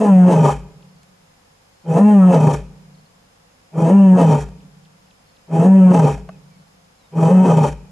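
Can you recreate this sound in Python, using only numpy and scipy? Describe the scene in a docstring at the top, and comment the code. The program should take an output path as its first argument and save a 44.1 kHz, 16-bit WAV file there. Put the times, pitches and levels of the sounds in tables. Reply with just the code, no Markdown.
"""A lioness roars on the plain

A lioness lies in open grassland and roars five times, close to the microphone. Her heavy vocal folds
ring her throat and mouth: each roar starts hoarse, locks into a clean low moan, breaks into a rasp
and ends in a slack flutter. Her tongue and lips click wetly. The plain returns a long dark echo;
small birds, insects, distant air and an electric hum sound faintly between the roars."""
import sys
import numpy as np
from scipy import signal
from scipy.fft import rfft, irfft, next_fast_len
from scipy.io import wavfile
from scipy.ndimage import uniform_filter1d

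SR = 44100
rng = np.random.default_rng(int(sys.argv[2]) if len(sys.argv) > 2 else 0)


def to_wav(sig):
    """Store sig (one row per channel, or 1-D mono) as 16-bit WAV at the path in sys.argv[1].

    Samples outside -1..1 are clipped; the rate is SR.
    """
    pcm = np.clip(np.atleast_2d(sig), -1, 1) * 32767
    pcm = np.round(pcm).astype(np.int16)
    wavfile.write(sys.argv[1], SR, pcm.T)  # frames by channels


N = 348831


def lioness(flutter_lag_s=.043):
    """Five roars, each with a flutter just after she lets go, and wet clicks of tongue and lips."""
    # The roars: start_s, moan_s, rasp_s, release_s, crest_s (top of the pitch arch), crest_hz,
    # moan_roughness (0-1), moan_brightness_db, widest_jaw (0-1)
    roars = [(-.146, .067, .289, .507, -.01, 220, .1, .8, .85),
             (1.837, 2.009, 2.315, 2.534, 2.085, 210, .08, 2, 1),
             (3.718, 3.924, 4.176, 4.38, 3.975, 198, 0.07, -.3, .92),
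             (5.475, 5.668, 5.928, 6.104, 5.735, 192, .1, -1.4, .88),
             (7.112, 7.325, 7.452, 7.666, 7.37, 186, .24, 1, .5)]
    # The clicks: start_s, relative_level_db, relative_treble_db
    smacks = [(1.032, -57.5, 16), (2.344, -40.5, 10), (2.546, -31.5, -13), (2.604, -51, -5),
              (4.487, -49.5, -6.5), (6.178, -42, -13.5), (6.29, -35, -23.5)]
    out = np.zeros(N)
    for row in roars:
        release_s = row[3]
        add(out, *roar(row))
        add(out, *flutter(release_s + flutter_lag_s))
    for row in smacks:
        add(out, *smack(*row))
    return out


def roar(row, puff_gain=4.4, dip_half_s=.011):
    """Heavy vocal folds swing evenly or chaotically; their pulses and puffs of air ring the throat."""
    # Resonances of the long throat, the upper mouth and the teeth: shut_hz, open_hz, width_hz, level_db
    throat_tones = [(245, 266, 110, -.5), (405, 475, 55, 5.5), (500, 545, 48, 1), (566.5, 690, 60, -.5),
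                    (813, 850, 61.4, 2), (911.4, 965, 82, -1.2), (1204, 1265, 130, -10)]
    mouth_tones = [(1380, 1800, 120, -1), (1810, 1850, 260, -2.5), (2060, 2600, 300, -8),
                   (2405, 2680, 190, -2.5), (3130, 2950, 140, 0)]
    teeth_tones = [(5620, 6800, 600, 1), (7000, 8600, 1200, -2.5)]
    # Rushing air in the rasp and in the clean moan: pitch_hz, level_db
    rasp_air = [(1940, -33.5), (3300, -2.5), (4060, -4), (4470, -2.5), (4850, -7), (5790, 0.5),
                (6840, -2.5), (7370, -2), (10900, -12.5), (12200, -20.5), (13000, -25)]
    moan_air = [(1940, -35.5), (3300, -3), (3450, -9.5), (4250, -9), (4470, -5.5), (5370, -12), (5920, -4),
                (7760, -2.5), (11000, -7.5), (12200, -19), (13000, -29.5)]
    # Brief dips of the lowest tone, which is thin at the first roar's high start
    # and drops out where the voice cracks: time_s, dip_db
    dips = [(.005, 8), (.025, 6), (.047, 9), (.07, 4), (.3, 4.5), (.347, 6), (1.937, 13), (1.986, 10),
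            (2.327, 5.5), (2.415, 6.5), (3.811, 11), (3.866, 6), (3.895, 9), (4.183, 7), (5.572, 6),
            (5.635, 9), (5.94, 5), (7.21, 5), (7.295, 13), (7.458, 9), (7.555, 5)]
    t, hz, rough, jaw, (chest_db, throat_db, lips_db, upper_db, hiss_db) = roar_controls(row)
    size = len(t)
    lowest_tone, overtones, flow = vocal_folds(hz, rough)
    pulses = (1 - rough) * overtones
    puffs = unit((.17 + flow) * rng.standard_normal(size))
    drive = pulses + puff_gain * rough * puffs
    # a little of the drive leaks past the resonances
    lower = jaw_resonances(drive, throat_tones, jaw) + amp(-29) * drive - amp(-18) * pulses
    lower = side_cavities(lower, jaw)
    upper = jaw_resonances(drive + .19 * puffs, mouth_tones, jaw) - amp(-19) * drive
    upper = side_cavities(upper, jaw)
    dip_db = sum(db * bump(t, s, dip_half_s) for s, db in dips)
    # the lowest tone sits on a resonance and comes out almost pure
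    voice = amp(chest_db - dip_db) * steady(resonate(lowest_tone, hz, width_hz=150))
    voice += amp(throat_db) * steady(band(lower, 170, 614))
    voice += amp(lips_db) * steady(band(lower, 640, 1340, order=14))
    voice += amp(upper_db) * steady(band(upper, 1300, 2900, order=16))
    voice = band(voice, 106, 5000, order=24)
    # air rushes past the teeth in time with the folds, and thuds below the voice as the roar runs out
    rush = (.36 + flow) * rng.standard_normal(size)
    rush = side_cavities(rush + .6 * jaw_resonances(rush, teeth_tones, jaw), jaw)
    harsh = amp(1) * rough * unit(colour(rush, rasp_air))
    soft = (1 - rough) * unit(colour(rush, moan_air))
    thud = np.linspace(0, 1, size) ** 2 * unit(band(rng.standard_normal(size), 38, 65, order=6))
    voice += amp(hiss_db) * (harsh + soft + amp(-6) * thud)
    edge_fade = np.clip(np.minimum((t - t[0]) / .0018, (t[-1] - t) / .014), 0, 1)
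    return t[0], voice * edge_fade


def roar_controls(row):
    """How one roar moves: times, pitch, roughness, jaw opening and the level of each voice part."""
    # Five parts of the voice, low to high: opening_db, moan_db, rasp_db, swell_db, fade_db_per_s,
    # fade_lag_s (after the release), surge_db (at strength 1), brightness_share
    parts = [(-9.1, -6.3, -9.5, 43, 230, -.044, -2.3, -.2), (-21.5, -27.6, -24, 34, 260, -.003, 8.4, -.45), (-26.6, -30.5, -26, 37, 275, -.007, 3.9, 1.15), (-43.5, -45.5, -41.3, 28, 250, .025, 3.5, .45), (-46.9, -53.7, -46, 40, 260, .026,
                                                                          3.9, .75)]
    # Surges just before the moan and just after the rasp begins: lag_s, half_length_s, strength
    moan_surge = (-.023, .025, .63)
    rasp_surge = (.018, .043, .98)
    # Shoves of the flanks: time_s, half_length_s, strength (below 0 the voice thins), brightness_db
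    shoves = [(.086, .026, .5, 3.5), (.318, .016, .3, 3), (.384, .013, .5, 2.3), (.455, .023, 1.2, 2.5),
              (.504, .03, .4, 7), (1.982, .011, .5, 3), (2.103, .034, .8, .3), (2.348, .02, .4, .5),
              (2.463, .026, .5, -.3), (2.503, .018, .5, 4), (3.805, .013, .4, 1.5), (4.215, .016, .5, 1),
              (4.325, .026, .75, 1.4), (5.565, .018, .25, 2.5), (5.994, .022, -.3, 5.3),
              (6.042, .021, .7, -2.5), (6.08, .013, .8, 4.7), (7.244, .025, .15, 4.3),
              (7.522, .015, .4, 4.2), (7.586, .011, .6, 1.5), (7.652, .03, .65, 4.3)]
    start_s, moan_s, rasp_s, release_s, crest_s, crest_hz, moan_rough, moan_bright_db, widest_jaw = row
    opening_hz, arch_foot_hz, rasp_hz, spent_hz = 163, 180, 162, 144
    attack_s, tail_s, leap_s, drop_s = .041, .15, .06, .07
    opening_rough, rasp_rough = .42, .72
    jaw_shut, jaw_open_s, jaw_close_s, jaw_sag_per_s = .08, .13, .16, .7
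    t = np.arange(max(start_s, 0), release_s + tail_s, 1 / SR)

    def stages(opening, moan, rasp, into_s=.073, out_s=.063, early_s=0, late_s=0):
        """Glides from the opening value to the moan's, then to the rasp's."""
        first = opening + (moan - opening) * ramp(t, moan_s - early_s, into_s)
        return first + (rasp - first) * ramp(t, rasp_s + late_s, out_s)

    arch = arch_foot_hz + (crest_hz - arch_foot_hz) * bump(t, crest_s, half_s=.115)
    sinking = np.interp(t, [rasp_s + drop_s, release_s], [rasp_hz, spent_hz])
    ahead_s = max(moan_s - crest_s, 0)  # pitch and jaw are up by the crest, even if the moan comes later
    hz = stages(opening_hz, arch, sinking, leap_s, drop_s, ahead_s + leap_s / 2, drop_s / 2)
    rough = np.clip(stages(opening_rough, moan_rough, rasp_rough, into_s=.11, out_s=.16), 0, 1)
    gape = widest_jaw * (1 - jaw_sag_per_s * np.maximum(t - moan_s, 0))
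    jaw = stages(jaw_shut, gape, jaw_shut, jaw_open_s, jaw_close_s,
                 ahead_s + jaw_open_s / 2, jaw_close_s / 2)
    surge = sum(strength * bump(t, s, half_s) for s, half_s, strength, _ in shoves)
    for s, (lag_s, half_s, strength) in ((moan_s, moan_surge), (rasp_s, rasp_surge)):
        surge += strength * bump(t, s + lag_s, half_s)
    bright_db = stages(0, moan_bright_db, 0) + sum(db * bump(t, s, half_s) for s, half_s, _, db in shoves)
    levels = []
    for opening_db, moan_db, rasp_db, swell_db, fade_db_per_s, fade_lag_s, surge_db, share in parts:
        held = stages(opening_db, moan_db + (rasp_db - moan_db) * moan_rough / rasp_rough, rasp_db)
        swell = -swell_db * np.exp(-((t - start_s) / attack_s) ** 1.3)
        fade = fade_db_per_s * np.maximum(t - release_s - fade_lag_s, 0)
        levels.append(held + swell - fade + surge_db * surge + share * bright_db)
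    return t, hz, rough, jaw, levels


def vocal_folds(hz, rough, jitter=.06, shimmer=.5, sway_db=4.5):
    """The folds chop the breath into pulses; returns their swing, its overtones and the air flow."""
    size = len(hz)
    # chaos makes each cycle differ in length and in force
    cycles = np.cumsum(hz * (1 + jitter * rough * wander(size, 90))) / SR
    cycles += .03 * rough * wander(size, 180)
    force = np.exp(shimmer * rough * wander(size, 45))
    overtones = sum(amp(sway_db * wander(size, 14)) * np.cos(2 * np.pi * k * cycles) / k ** .8
                    for k in range(2, 20))
    flow = force * np.exp(-(cycles % 1))
    return force * np.sin(2 * np.pi * cycles), force * unit(overtones), flow


def jaw_resonances(x, tones, jaw):
    """Air in the throat and mouth rings at pitches that move as the jaw opens."""
    out = 0
    for shut_hz, open_hz, width_hz, db in tones:
        hz = shut_hz + (open_hz - shut_hz) * jaw
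        out = out + amp(db) * resonate(resonate(x, hz, width_hz), hz, width_hz)
    return out


def side_cavities(x, jaw):
    """Side pockets of the airway swallow narrow bands of the sound."""
    # The swallowed bands: shut_hz, open_hz, width_hz
    notches = [(306, 342, 39), (1817, 2000, 130), (2800, 2930, 160), (4100, 4400, 240)]
    for shut_hz, open_hz, width_hz in notches:
        x = x - resonate(x, shut_hz + (open_hz - shut_hz) * jaw, width_hz)
    return x


def flutter(peak_s, level_db=-29.2, hz_at_peak=58.5, rise_s=.047, fall_s=.083):
    """The folds go slack: a few slow flaps that sink in pitch, then linger faintly."""
    t = np.arange(-.12, .19, 1 / SR)
    hz = hz_at_peak * np.exp(-5.5 * np.minimum(t, .02)) * (1 + .046 * wander(len(t), 40))
    swell = bump(t, 0, np.where(t < 0, rise_s, fall_s))
    linger = amp(-14) * signal.windows.tukey(len(t), .5)
    return peak_s + t[0], amp(level_db) * (swell + linger) * sine(hz)


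def smack(start_s, relative_db, treble_db, decay_s=.0039):
    """A film of saliva snaps and rings the mouth."""
    # The mouth's ring: pitch_hz, width_hz, level_db
    mouth_tones = [(670, 80, 5.5), (1140, 140, -3.5), (1480, 89, -16), (2010, 79, -14), (2640, 85, -12.5)]
    t = np.arange(0, .04, 1 / SR)
    snap = rng.standard_normal(len(t)) * np.exp(-t / decay_s)
    ring = sum(amp(db) * resonate(snap, hz, width_hz) for hz, width_hz, db in mouth_tones)
    body = unit(band(ring, 500, 2000, order=6))
    treble = amp(treble_db - 3.5) * unit(band(snap, 1900, 8000, order=6))
    return start_s, amp(relative_db - 5.5) * unit(body + treble)


def microphone_pair(x):
    """Each pitch reaches the two close microphones with a slightly different level and timing."""
    # How much louder the left is: pitch_hz, left_minus_right_db
    lean = [(100, 0), (420, .7), (480, 0), (550, 1.8), (690, -1.9), (800, 1.4), (960, 4.2), (1150, 2.5),
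            (1320, 6.5), (1520, -6), (1820, -7.5), (2050, -.7), (2600, -1.5), (3500, .3), (4400, 3.5),
            (5500, 0)]
    # How far ahead the left is: pitch_hz, lead_radians
    lead = [(500, 0), (620, -.25), (780, .72), (1200, -.1), (1430, -.9), (1900, .5), (2300, .05),
            (4500, .1)]
    return np.array([shaped(x, lambda f: amp(k * read(lean, f)) * np.exp(1j * k * read(lead, f)))
                     for k in (.5, -.5)])


def ground_scatter(x, decay_s=.008):
    """Grass and soil scatter the voice for a few milliseconds, differently to left and right."""
    # Level of the left-right difference: pitch_hz, gain_db
    side_levels = [(60, -18), (180, -35.5), (400, -19), (480, -14), (650, -18), (1000, -17), (1200, -20),
                   (1500, -6), (2350, -19), (2750, -9), (3200, -15), (4500, -7), (7000, -20), (9500, -12),
                   (12000, -24)]
    t = np.arange(0, .04, 1 / SR)
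    bounces = rng.standard_normal(len(t)) * np.exp(-t / decay_s)
    scatter = signal.fftconvolve(x, bounces / np.linalg.norm(bounces))[:N]
    return colour(scatter, side_levels) * np.array([[1], [-1]])


def plain_echo(x, width=.2, build_s=.04, echoes_per_s=2000):
    """Scattered echoes from bushes and far trees; the low voice carries longest."""
    # The echo: pitch_hz, level_db, ring_s (time to fall by 60 dB)
    echo = np.array([(50, -13.5, .75), (100, -17.5, 1), (157, -27, 1.9), (300, -22.5, 1.2),
                     (800, -25.5, 0.84), (2500, -13, 0.62), (8000, -36.5, .4)])
    size = 2 * SR
    bounces = rng.standard_normal((2, size)) * (rng.random((2, size)) < echoes_per_s / SR)
    hz, t, spectrum = signal.stft(bounces, SR, nperseg=1024)
    level_db, ring_s = (read(echo[:, [0, k]], hz)[:, None] for k in (1, 2))
    equal_energy = np.sqrt(2 * np.log(1000) / ring_s / echoes_per_s)
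    spectrum *= amp(level_db - 60 * t / ring_s) * equal_energy * np.minimum(t / build_s, 1)
    middle, side = signal.istft(spectrum, SR, nperseg=1024)[1]
    left_right = np.array([middle + width * side, middle - width * side])
    return signal.fftconvolve(x[None], left_right, axes=1)[:, :N]


def birds(trill_gap_s=.031):
    """Single notes and quick five-note trills from the grass."""
    # Single notes: start_s, length_s, start_hz, end_hz, relative_level_db
    notes = [(0.819, 0.015, 5410, 2097, -55), (3.204, 0.065, 4800, 4580, -73),
             (3.477, 0.05, 2846, 2600, -67.5), (4.595, 0.018, 5400, 2100, -58),
             (4.845, .02, 5400, 2220, -54), (5.103, 0.014, 5400, 2150, -54.5),
             (5.361, 0.015, 5400, 2180, -55), (6.287, 0.09, 2680, 2410, -59.5),
             (6.48, .12, 2400, 2170, -65), (6.977, 0.055, 4200, 3880, -64), (7.023, 0.062, 3850, 3590, -64)]
    # Trills: start_s, relative_level_db
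    trills = [(.885, -66), (1.715, -67), (2.94, -61.5), (5.26, -64), (6.52, -65), (6.771, -77)]
    out = np.zeros(N)
    for start_s, *note in notes:
        add(out, start_s, bird_note(*note))
    for start_s, db in trills:
        for k in range(5):
            note_s = start_s + k * trill_gap_s * rng.uniform(.72, 1.2)
            add(out, note_s, bird_note(.02, 4600, 4120, db + rng.normal(0, 1.1)))
    return out


def bird_note(length_s, start_hz, end_hz, db, waver=.016, flicker_db=2):
    """A far bird's falling whistle, unsteady after its way through the grass."""
    size = int(length_s * SR)
    hz = np.geomspace(start_hz, end_hz, size) * (1 + waver * wander(size, 200))
    swell = amp(db + flicker_db * wander(size, 80)) * signal.windows.tukey(size, .7)
    return swell * sine(hz)


def air_and_insects(air_db=-57.5):
    """Distant air is a broad, low noise; insects shrill in narrow bands above it."""
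    # Air over the plain: pitch_hz, relative_level_db
    air = [(15, -26.5), (25, -3.5), (103, -9), (123, -10), (156, 1), (370, -14), (548, -4.5), (609, -13.5),
           (694, -7.5), (1560, -15), (5200, -22), (13000, -28)]
    # The insects: pitch_hz, width_hz, level_db
    insects = [(5140, 550, -72.5), (7120, 160, -76), (6400, 340, -76), (10700, 250, -83.5)]
    out = amp(air_db) * unit(colour(rng.standard_normal(N), air))
    for hz, width_hz, db in insects:
        shrill = shaped(rng.standard_normal(N), lambda f: 1 / (1 + (2 * (f - hz) / width_hz) ** 2))
        out += amp(db) * unit(shrill)
    return out


def background():
    """Air and insects come from all sides; a faint electric hum sits in the middle."""
    # The hum: pitch_hz, level_db
    hum_tones = [(50, -72), (100, -68)]
    # How wide the far sounds spread: pitch_hz, side_minus_middle_db
    spread = [(130, -16), (300, -2), (600, 1.3), (4000, 1.3), (7000, -1.5), (10000, -3), (12000, -10)]
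    t = np.arange(N) / SR
    hum = sum(amp(db) * np.sqrt(2) * np.sin(2 * np.pi * hz * t) for hz, db in hum_tones)
    middle = air_and_insects() + hum
    side = colour(air_and_insects(), spread)
    return middle + side * np.array([[1], [-1]])


def amp(db):
    """Turns decibels into a gain."""
    return 10 ** (np.asarray(db) / 20)


def unit(x):
    """Scales to an average level (rms) of 1."""
    return x / np.sqrt(np.mean(x ** 2) + 1e-20)


def steady(x, size=1500):
    """Holds the level at 1 from moment to moment; single pulses keep their shape."""
    return x / np.sqrt(abs(uniform_filter1d(uniform_filter1d(x ** 2, size), size)) + 1e-12)


def read(points, hz):
    """Reads between the rows of a table, on a musical (logarithmic) pitch scale."""
    f, value = np.transpose(points)
    return np.interp(np.log(hz + 1), np.log(f + 1), value)


def shaped(x, gain):
    """Filters by a gain given as a function of frequency."""
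    size = next_fast_len(x.shape[-1] + 4096)
    return irfft(rfft(x, size) * gain(np.fft.rfftfreq(size, 1 / SR)), size)[..., :x.shape[-1]]


def colour(x, table):
    """Filters by a table of pitch_hz, gain_db."""
    return shaped(x, lambda f: amp(read(table, f)))


def band(x, lo_hz, hi_hz, order=12):
    """Keeps what lies between two pitches; a higher order cuts more steeply."""
    return shaped(x, lambda f: 1 / np.sqrt((1 + (lo_hz / (f + 1e-3)) ** order)
                                           * (1 + (f / hi_hz) ** order)))


def resonate(x, hz, width_hz):
    """A resonance of gain 1 at a fixed or moving pitch."""
    turn = np.exp(2j * np.pi * np.cumsum(hz * np.ones(len(x))) / SR)
    decay = np.exp(-np.pi * width_hz / SR)
    return 2 * (turn * signal.lfilter([1 - decay], [1, -decay], x / turn)).real


def sine(hz):
    """A pure tone that follows a pitch curve."""
    return np.sin(2 * np.pi * np.cumsum(hz) / SR)


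def wander(size, hz):
    """Random drift of level 1, mostly slower than hz."""
    return unit(shaped(rng.standard_normal(size), lambda f: 1 / (1 + (f / hz) ** 4)))


def ramp(t, s, length_s):
    """A smooth step from 0 to 1, centred on time s."""
    return .5 + .5 * np.sin(np.pi * np.clip((t - s) / length_s, -.5, .5))


def bump(t, s, half_s):
    """A bell curve of height 1 at time s."""
    return np.exp(-((t - s) / half_s) ** 2)


def add(mix, s, sound):
    """Adds a sound at time s."""
    part = mix[max(round(s * SR), 0):][:len(sound)]
    part += sound[:len(part)]


def scene():
    """The lioness close by, with the plain around her."""
    voice = lioness()
    close = microphone_pair(voice) + ground_scatter(voice)
    return close + plain_echo(voice) + amp(-.5) * birds() + background()


def record(dry, ceiling=.93, top_hz=12700):
    """Rounds off the highest peaks, then cuts the highest treble."""
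    rounded = dry / (1 + (dry / ceiling) ** 8) ** (1 / 8)
    low_pass = signal.firwin(255, top_hz, window=("kaiser", 8), fs=SR)
    return signal.oaconvolve(rounded, low_pass[None], "same")


dry = scene()
out = record(dry)
to_wav(out)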